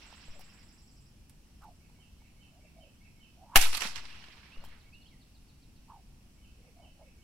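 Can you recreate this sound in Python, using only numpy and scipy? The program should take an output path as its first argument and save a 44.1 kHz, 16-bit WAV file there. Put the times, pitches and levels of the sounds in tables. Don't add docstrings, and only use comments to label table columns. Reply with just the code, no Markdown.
import sys
import numpy as np
from scipy import signal
from scipy.fft import rfft, irfft
from scipy.io import wavfile
from scipy.ndimage import uniform_filter1d

SR = 44100
rng = np.random.default_rng(int(sys.argv[2]) if len(sys.argv) > 2 else 0)


def ratio(d):
    e = np.asarray(d, float) / 20
    return 10 ** e


def dump(signal):
    limited = np.clip(np.atleast_2d(signal).T, -1, 1)
    pcm = np.round(limited * 32767).astype(np.int16)
    wavfile.write(sys.argv[1], SR, pcm)


N = 318843

# frequency in Hz, level in dB per Hz.
RUMBLE_SPECTRUM = [(12, -30), (20, 1), (41, 0), (65, -9), (216, -11.5), (446, -28), (800, -29.5),
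                   (1300, -34), (2000, -35), (2820, -32), (3740, -36), (5380, -35), (16000, -45)]
RUMBLE_DB = -57
# frequency in Hz, likeness from -1 to 1.
RUMBLE_LIKENESS = [(60, 1), (150, 0.79), (380, 0.78), (950, 0.2), (2380, 0.12), (5980, -0.04),
                   (15000, -0.037)]
# frequency in Hz, left over right in dB.
RUMBLE_LEAN = [(60, 0.5), (240, 0.5), (950, -3.5), (3770, -1.5), (15000, -3)]

# time in seconds, level in dB.
ANSWERED_CRACKS = [
    (-.52, -3),
    (3.5578, 0),
]
# arrival after the crack in seconds, peak in dB, left over right in dB, depth in seconds.
TREE_STANDS = [
    (.012, -28, -6, .045),
    (.155, -36.5, -3.5, .035),
    (.225, -34, -5, .045),
    (.39, -42.5, -4.5, .02),
]
WOODS_DB, WOODS_DB_PER_S, WOODS_PAN_DB, WOODS_END_S = -42.5, 21, -4.5, 1.45

# start in the phrase in seconds, length in seconds, first pitch in Hz, last pitch in Hz, level in dB.
TRILL_NOTES = [
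    (0, 0.012, 6600, 8400, -63),
    (.014, .02, 8300, 7400, -69),
    (.052, 0.0143, 4700, 5940, -63.5),
    (.066, 0.02, 5900, 4250, -68.5),
]
FALL_NOTES = [
    (0, 0.037, 5050, 3300, -64.5),
]
WARBLE_NOTES = [
    (0, 0.03, 2230, 2220, -69),
    (.062, .05, 2400, 2980, -63),
    (.105, .075, 2928, 2900, -71),
    (.16, 0.007, 4344, 4280, -66),
    (.168, .012, 4100, 3100, -72),
    (.195, 0.022, 2850, 3480, -64),
    (.245, .055, 2400, 1800, -72),
]
LOW_LILT_NOTES = [
    (0, 0.034, 2160, 2340, -63),
    (.032, .035, 2721, 2578, -64.5),
    (.045, .03, 2600, 2287, -66),
    (.055, .022, 2304, 1900, -69.5),
]
HIGH_LILT_NOTES = [
    (0, .022, 2192, 2260, -73.5),
    (.032, 0.051, 3005, 3133, -69.5),
    (.05, .03, 3100, 2750, -71),
    (.066, 0.028, 2853, 2478, -69),
]
# start in seconds, level in dB.
TRILL_TIMES = [(.06 + .0945 * k, -.07 * k ** 2) for k in range(-1, 11)]
FALL_TIMES = [(4.514 + .1376 * k, -3 - .2 * (k - 4) ** 2) for k in range(10)]
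WARBLE_TIMES = [
    (4.035, 5),
    (4.448, 4),
    (4.858, 4),
]
LOW_LILT_TIMES = [(s + .4027 * k, -12 + 2.2 * k) for s, count in ((1.797, 4),
                  (6.615, 2)) for k in range(count)]
HIGH_LILT_TIMES = [(s + .4027 * k, -2.6 + 1.3 * k) for s, count in ((1.957, 4),
                   (6.375, 3)) for k in range(count)]

# time in seconds, peak in dB, pitch in Hz, cycles of ringing, grit in dB.
TICKS = [(0.127, -42, 900, 1.7, -29), (0.2823, -44.5, 600, 0.63, -25), (.394, -47, 746, 2.6, -9),
         (.409, -47.5, 800, 1.3, -9), (1.296, -47, 9350, 3.3, -10.5), (1.62, -51.5, 1200, 2.5, -12.5),
         (1.639, -60, 3900, 2.5, -5), (1.899, -58.5, 900, 2.1, -25), (1.989, -59, 930, 2.1, -25),
         (2.166, -63, 1100, 2.1, -25), (2.219, -57, 895, 2.8, -25), (4.572, -47, 550, 0.76, -29),
         (4.64, -40, 930, 1.47, -18), (4.648, -50, 1500, 2.5, -6), (4.659, -48.5, 860, 2.1, -13),
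         (4.686, -51.5, 1000, 1.5, -15)]
# time of top speed in seconds, level in dB, eddy pitch there in Hz,
# speeding up in seconds, slowing down in seconds.
ROPE_PASSES = [(.362, -60.5, 638, 0.039, 0.044), (.4, -65, 690, .02, 0.027),
               (1.655, -55, 870, 0.051, 0.091), (2.585, -68.5, 695, .1, .05),
               (2.65, -68.5, 630, 0.031, 0.053), (2.795, -61.5, 684, .06, .15), (3.44, -59, 750, .09, .04),
               (3.548, -52, 990, .11, 0.0073), (4.635, -64, 600, .05, .006), (5.905, -52, 1002, 0.03, .11),
               (6.6, -69.5, 481.3, .04, .04), (6.67, -67, 539, .05, .07), (6.8, -61.5, 711, 0.065, 0.052),
               (6.855, -64, 741, .03, 0.081), (7.016, -62, 632, 0.073, 0.11), (7.16, -72, 470, 0.031, .05)]
# time of top speed in seconds, level in dB, eddy pitch there in Hz,
# speeding up in seconds, slowing down in seconds.
TIP_PASSES = [
    (1.627, -59, 1240, .022, 0.053),
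    (3.548, -53.5, 1060, .05, 0.0037),
    (6.66, -71, 780, .05, 0.063),
    (6.84, -68, 820, .08, .06),
    (7.015, -66, 820, .05, .05),
]
ROPE_SPREAD, TIP_SPREAD = 0.11, 0.27
SLOW_IN, SLOW_OUT, IN_DB, OUT_DB = .85, .68, -22, -19.5

CRACK_S, CRACK_DB = 3.5578, -6
# frequency in Hz, level in dB per Hz.
CRACK_SPECTRUM = [(40, -13.5), (150, -8.5), (270, -9), (560, -15), (780, 5), (1000, -9), (1500, -5),
                  (2900, -2.5), (4000, -13), (8000, -17), (13000, -13.5), (16000, -22.5), (17500, -44)]
# time in seconds, peak in dB, left over right in dB, length in seconds.
SHOCKS = [
    (3.5582, -4, 2, .00022),
    (3.5599, -5.5, -1, .0002),
    (3.5611, -4, 1, .00015),
    (3.5617, -5, -1, .00012),
    (3.5637, -7, -2.5, .00015),
    (3.7771, -22, -5, .00006),
]

# time in seconds, peak in dB, left over right in dB, brightness in dB per octave.
HARD_ECHOES = [(3.5728, -12.5, -4, 7), (3.6125, -14, -2, 3.5), (3.6244, -15, -2, 1.5), (3.636, -19, -5, -1),
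               (3.7295, -19, 6.5, -1.5), (3.747, -23.5, -18, 1), (3.77, -23, -1.1, 5),
               (3.7755, -20.5, -10, -0.5), (3.806, -22, -4, 0), (3.8185, -19, -8, -0.4),
               (3.852, -27.5, -4, -4.5), (3.8708, -26.5, -9, 1.5), (3.9576, -29, -13, 1),
               (3.9644, -34, 1.1, .6), (4.053, -35.5, 1, 1.1), (4.1899, -44, 2.1, 2.5),
               (4.2392, -39, 8, .6), (4.2832, -41, 1.1, -2.5)]
# frequency in Hz, level in dB per Hz.
RETURN_SPECTRUM = [(80, -26), (200, -9.5), (320, -9), (550, -10.5), (900, -0.5), (1500, -0.5), (2650, 0.5),
                   (4950, -3), (7000, -6.5), (12000, -11.5), (16000, -21.5)]
# frequency in Hz, loss in dB per second of path.
PATH_LOSS = [(150, 11.5), (400, -20), (800, -7), (2000, -8.5), (5000, -1), (9000, 21.5), (16000, 49)]

# frequency in Hz, side signal in dB, left over right in dB.
PORT_DIFFERENCE = [(60, -5.5, 4.5), (300, -5.5, 0), (600, -8, 0), (1200, -0.5, .5), (4000, 3, -2),
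                   (12000, 3.5, -4.5)]
# centre in Hz, width in Hz, gain in dB.
MICROPHONE_PEAKS = [(2670, 660, 2.5), (4320, 660, 2), (5795, 1200, 3.5), (6450, 470, -4), (7690, 700, 3),
                    (9580, 770, 5.5), (11712, 340, 6.5)]
# time in seconds, jump of the offset, rise in seconds.
GAIN_STEPS = [
    (.28, 0.028, 0.01),
    (3.556, -0.6, 0.0084),
    (4.569, 0.035, 0.0081),
]


def amp_of(points, hz):
    f, value = np.transpose(points)
    return np.interp(np.log(hz + 1), np.log(f + 1), value)


def evened(x):
    return x / np.sqrt(np.mean(x ** 2) + 1e-20)


def panned(pan_db):
    return ratio(pan_db * np.array([[.5], [-.5]]))


def add(mix, s, sound, pan_db=0):
    part = mix[:, round(s * SR):][:, :np.shape(sound)[-1]]
    part += panned(pan_db) * sound[..., :part.shape[1]]


def coloured(x, db_of, size=4096):
    hz = abs(np.fft.fftfreq(size, 1 / SR))
    gain = np.log(ratio(np.maximum(db_of(hz), -100)))
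    phase = -signal.hilbert(gain).imag
    taps = np.fft.ifft(np.exp(gain + 1j * phase)).real[:size // 2]
    return signal.oaconvolve(x, taps[None], axes=1)[:, :x.shape[1]]


def resonate(x, hz, width):
    turn = np.exp(2j * np.pi * np.cumsum(hz) / SR)
    r = np.exp(-np.pi * width / SR)
    return 2 * (turn * signal.lfilter([1 - r], [1, -r], x / turn)).real


def scatter(count, spread_db, same):
    a, b, size = rng.standard_normal((count, 3)).T
    right = same * a + np.sqrt(1 - same ** 2) * b
    return evened(np.array([a, right]) * ratio(spread_db * size))


def countryside():
    frames, hz = N // 256 + 5, np.fft.rfftfreq(1024, 1 / SR)
    a, b, c, d, patches = rng.standard_normal((frames, 513, 5)).T
    patches = evened(uniform_filter1d(uniform_filter1d(patches, 10, 0), 16, 1))
    same = np.clip(amp_of(RUMBLE_LIKENESS, hz), -1, 1)[:, None]
    left = a + 1j * b
    right = same * left + np.sqrt(1 - same ** 2) * (c + 1j * d)
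    lean_db = np.multiply.outer([.5, -.5], amp_of(RUMBLE_LEAN, hz))[..., None]
    z = np.array([left, right]) * ratio(amp_of(RUMBLE_SPECTRUM, hz)[:, None] + .8 * patches + lean_db)
    return ratio(RUMBLE_DB) * evened(signal.istft(z, nperseg=1024, noverlap=768)[1][:, :N])


def woods_level(since):
    fade_out = np.clip((WOODS_END_S - since) / 0.28, 0, 1)
    late = ratio(WOODS_DB - WOODS_DB_PER_S * since) * fade_out * (since > .015)
    power = (late * panned(WOODS_PAN_DB)) ** 2
    for s, db, pan_db, depth in TREE_STANDS:
        u = np.maximum(since - s, 0) / depth
        swell = ratio(db) * (u * np.exp(1 - u)) ** 2
        power = power + (swell * panned(pan_db)) ** 2
    return np.sqrt(power)


def woods():
    t = np.arange(N) / SR
    level = sum(ratio(db) * woods_level(t - s) for s, db in ANSWERED_CRACKS)
    return scatter(N, spread_db=3.5, same=0.47) * level


def birds():
    mix, t = np.zeros((2, N)), np.arange(SR // 2) / SR
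    # phrase, times, left over right dB, trees dB, trees' decay s
    flock = ((TRILL_NOTES, TRILL_TIMES, -2.5, 3.5, .3), (FALL_NOTES, FALL_TIMES, .1, -2.5, .4),
             (WARBLE_NOTES, WARBLE_TIMES, -4, -1.5, .5),
             (LOW_LILT_NOTES, LOW_LILT_TIMES, -5, 5, .6), (HIGH_LILT_NOTES, HIGH_LILT_TIMES, -5, 5, .6))
    for phrase, starts, pan_db, trees_db, t60 in flock:
        song = np.zeros((2, N))
        for start, loud_db in starts:
            for s, length, from_hz, to_hz, db in phrase:
                hz = np.linspace(from_hz, to_hz, round(length * SR)) * rng.uniform(0.985, 1.012)
                note = np.sin(2 * np.pi * np.cumsum(hz) / SR) * signal.windows.tukey(len(hz), .6)
                if start + s > 0:
                    add(song, start + s, ratio(db + loud_db) * note, pan_db)
        trees = scatter(len(t), spread_db=5.0, same=0.11) * ratio(-60 * t / t60) * (t > .004)
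        trees /= np.linalg.norm(trees[0])
        mix += song + ratio(trees_db) * signal.oaconvolve(song, trees, axes=1)[:, :N]
    return mix


def ticks():
    mix, t = np.zeros((2, N)), np.arange(SR // 30) / SR
    for s, db, hz, cycles, grit_db in TICKS:
        ring = np.sin(2 * np.pi * hz * t) * np.exp(-t * hz / cycles)
        grit = scatter(len(t), spread_db=1.5, same=0.5) * ratio(grit_db - 60 * t / 0.056)
        add(mix, s, ratio(db) * (ring + grit), pan_db=-3.5)
    return mix


def whoosh(s, db, top_hz, rise, fall, spread):
    t = np.arange(-rise, fall, 1 / SR)
    slack = np.where(t < 0, -t / rise, t / fall)
    hz = top_hz * (1 - slack * (1 - np.where(t < 0, SLOW_IN, SLOW_OUT)))
    gusts = rng.standard_normal(SR // 2)[:len(t)]
    narrow = resonate(gusts, hz, spread * top_hz)
    whistle = evened(resonate(narrow, hz, 1.8 * spread * top_hz))
    level = ratio(db + np.where(t < 0, IN_DB, OUT_DB) * slack ** 1.62)
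    return s - rise, level * whistle * signal.windows.tukey(len(t), .15)


def rope():
    mix = np.zeros((2, N))
    for rows, spread in ((ROPE_PASSES, ROPE_SPREAD), (TIP_PASSES, TIP_SPREAD)):
        for row in rows:
            add(mix, *whoosh(*row, spread), pan_db=-3.3)
    return mix


def crack_tone(x):
    return coloured(x, lambda hz: amp_of(CRACK_SPECTRUM, hz) + 9)


def tip_rush():
    rush_s = .04
    mix, t = np.zeros((2, N)), np.arange(-rush_s, 0, 1 / SR)
    hiss = scatter(SR // 10, spread_db=1.5, same=.6)[:, :len(t)]
    add(mix, CRACK_S - rush_s, hiss * ratio(-33 + 2300 * t))
    return crack_tone(mix)


def crack():
    mix, t = np.zeros((2, N)), np.arange(SR // 5) / SR
    clatter = scatter(len(t), spread_db=3.0, same=.45) * np.minimum(t / .0005, 1)
    decay = ratio(-60 * t / 0.056) + ratio(-11.5 - 60 * t / .15)
    add(mix, CRACK_S, ratio(CRACK_DB) * clatter * decay, pan_db=0.5)
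    mix = crack_tone(mix)
    t = np.arange(SR // 200) / SR
    for s, db, pan_db, length in SHOCKS:
        add(mix, s, ratio(db) * (1 - t / length) * np.exp(-t / length), pan_db)
    swell = np.sin(2 * np.pi * 1250 * t) * signal.windows.hann(len(t))
    add(mix, CRACK_S - .0018, ratio(-13.5) * swell)
    return mix


def hard_echoes():
    mix, t = np.zeros((2, N)), np.arange(SR // 8) / SR
    rise_s, t60_s = 0.0016, 0.029
    for s, db, pan_db, bright_db in HARD_ECHOES:
        level = np.minimum(t / rise_s, 1) * ratio(db - 6.5 - 60 * t / t60_s)
        clump = scatter(len(t), spread_db=2.5, same=.3) * level
        clump = coloured(clump, lambda hz: bright_db * np.log2(np.maximum(hz, 200) / 3000), size=512)
        add(mix, s, clump, pan_db)
    return mix


def travelled(mix):
    hz, t, z = signal.stft(mix, SR, nperseg=128)
    last_crack = np.where(t < CRACK_S, ANSWERED_CRACKS[0][0], CRACK_S)
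    path_s = np.clip(t - last_crack - .09, 0, 1.2)
    patches = rng.standard_normal((len(t), len(hz))).T
    patches = evened(uniform_filter1d(uniform_filter1d(patches, 5, 0), 12, 1))
    z *= ratio(2.0 * patches - amp_of(PATH_LOSS, hz)[:, None] * path_s)
    back = signal.istft(z, SR, nperseg=128)[1][:, :N]
    return coloured(back, lambda hz: amp_of(RETURN_SPECTRUM, hz) + 3)


def ports(x):
    hz, (f, side_db, lean_db) = np.fft.rfftfreq(N, 1 / SR), np.transpose(PORT_DIFFERENCE)
    left, right = rfft(x)
    side = (left - right) / 2 * ratio(amp_of(np.c_[f, side_db], hz))
    pair = (left + right) / 2 + np.array([side, -side])
    lean = ratio(np.outer([.5, -.5], amp_of(np.c_[f, lean_db], hz)))
    return irfft(pair * lean, N)


def scene():
    returns = travelled(woods() + hard_echoes())
    return countryside() + birds() + ticks() + rope() + ports(tip_rush() + crack() + returns)


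def gain_thumps():
    t, offset = np.arange(N) / SR, np.zeros(N)
    for s, jump, rise in GAIN_STEPS:
        u = np.maximum(t - s, 0) / rise
        offset += jump * (1 - (1 + u) * np.exp(-u))
    for hz in (.45, .7, 2.9, 4.4):
        offset = signal.lfilter([1, -1], [1, -np.exp(-2 * np.pi * hz / SR)], offset)
    return offset * ratio([[1.2], [-1.2]])


def microphone_db(hz):
    return sum(db * np.exp(-((hz - f) / width) ** 2 * 2) for f, width, db in MICROPHONE_PEAKS) - 0.25


def roll_off(x):
    return signal.sosfilt(signal.butter(12, 16800, fs=SR, output="sos"), x)


def record(dry):
    x = coloured(dry, microphone_db)
    x = .76 * np.tanh((x + gain_thumps()) / .76)
    edge = signal.firwin(301, 15900, window=("kaiser", 7), fs=SR)
    x = signal.oaconvolve(x, edge[None], "same")
    return roll_off(x)


dry = scene()
out = record(dry)
dump(out)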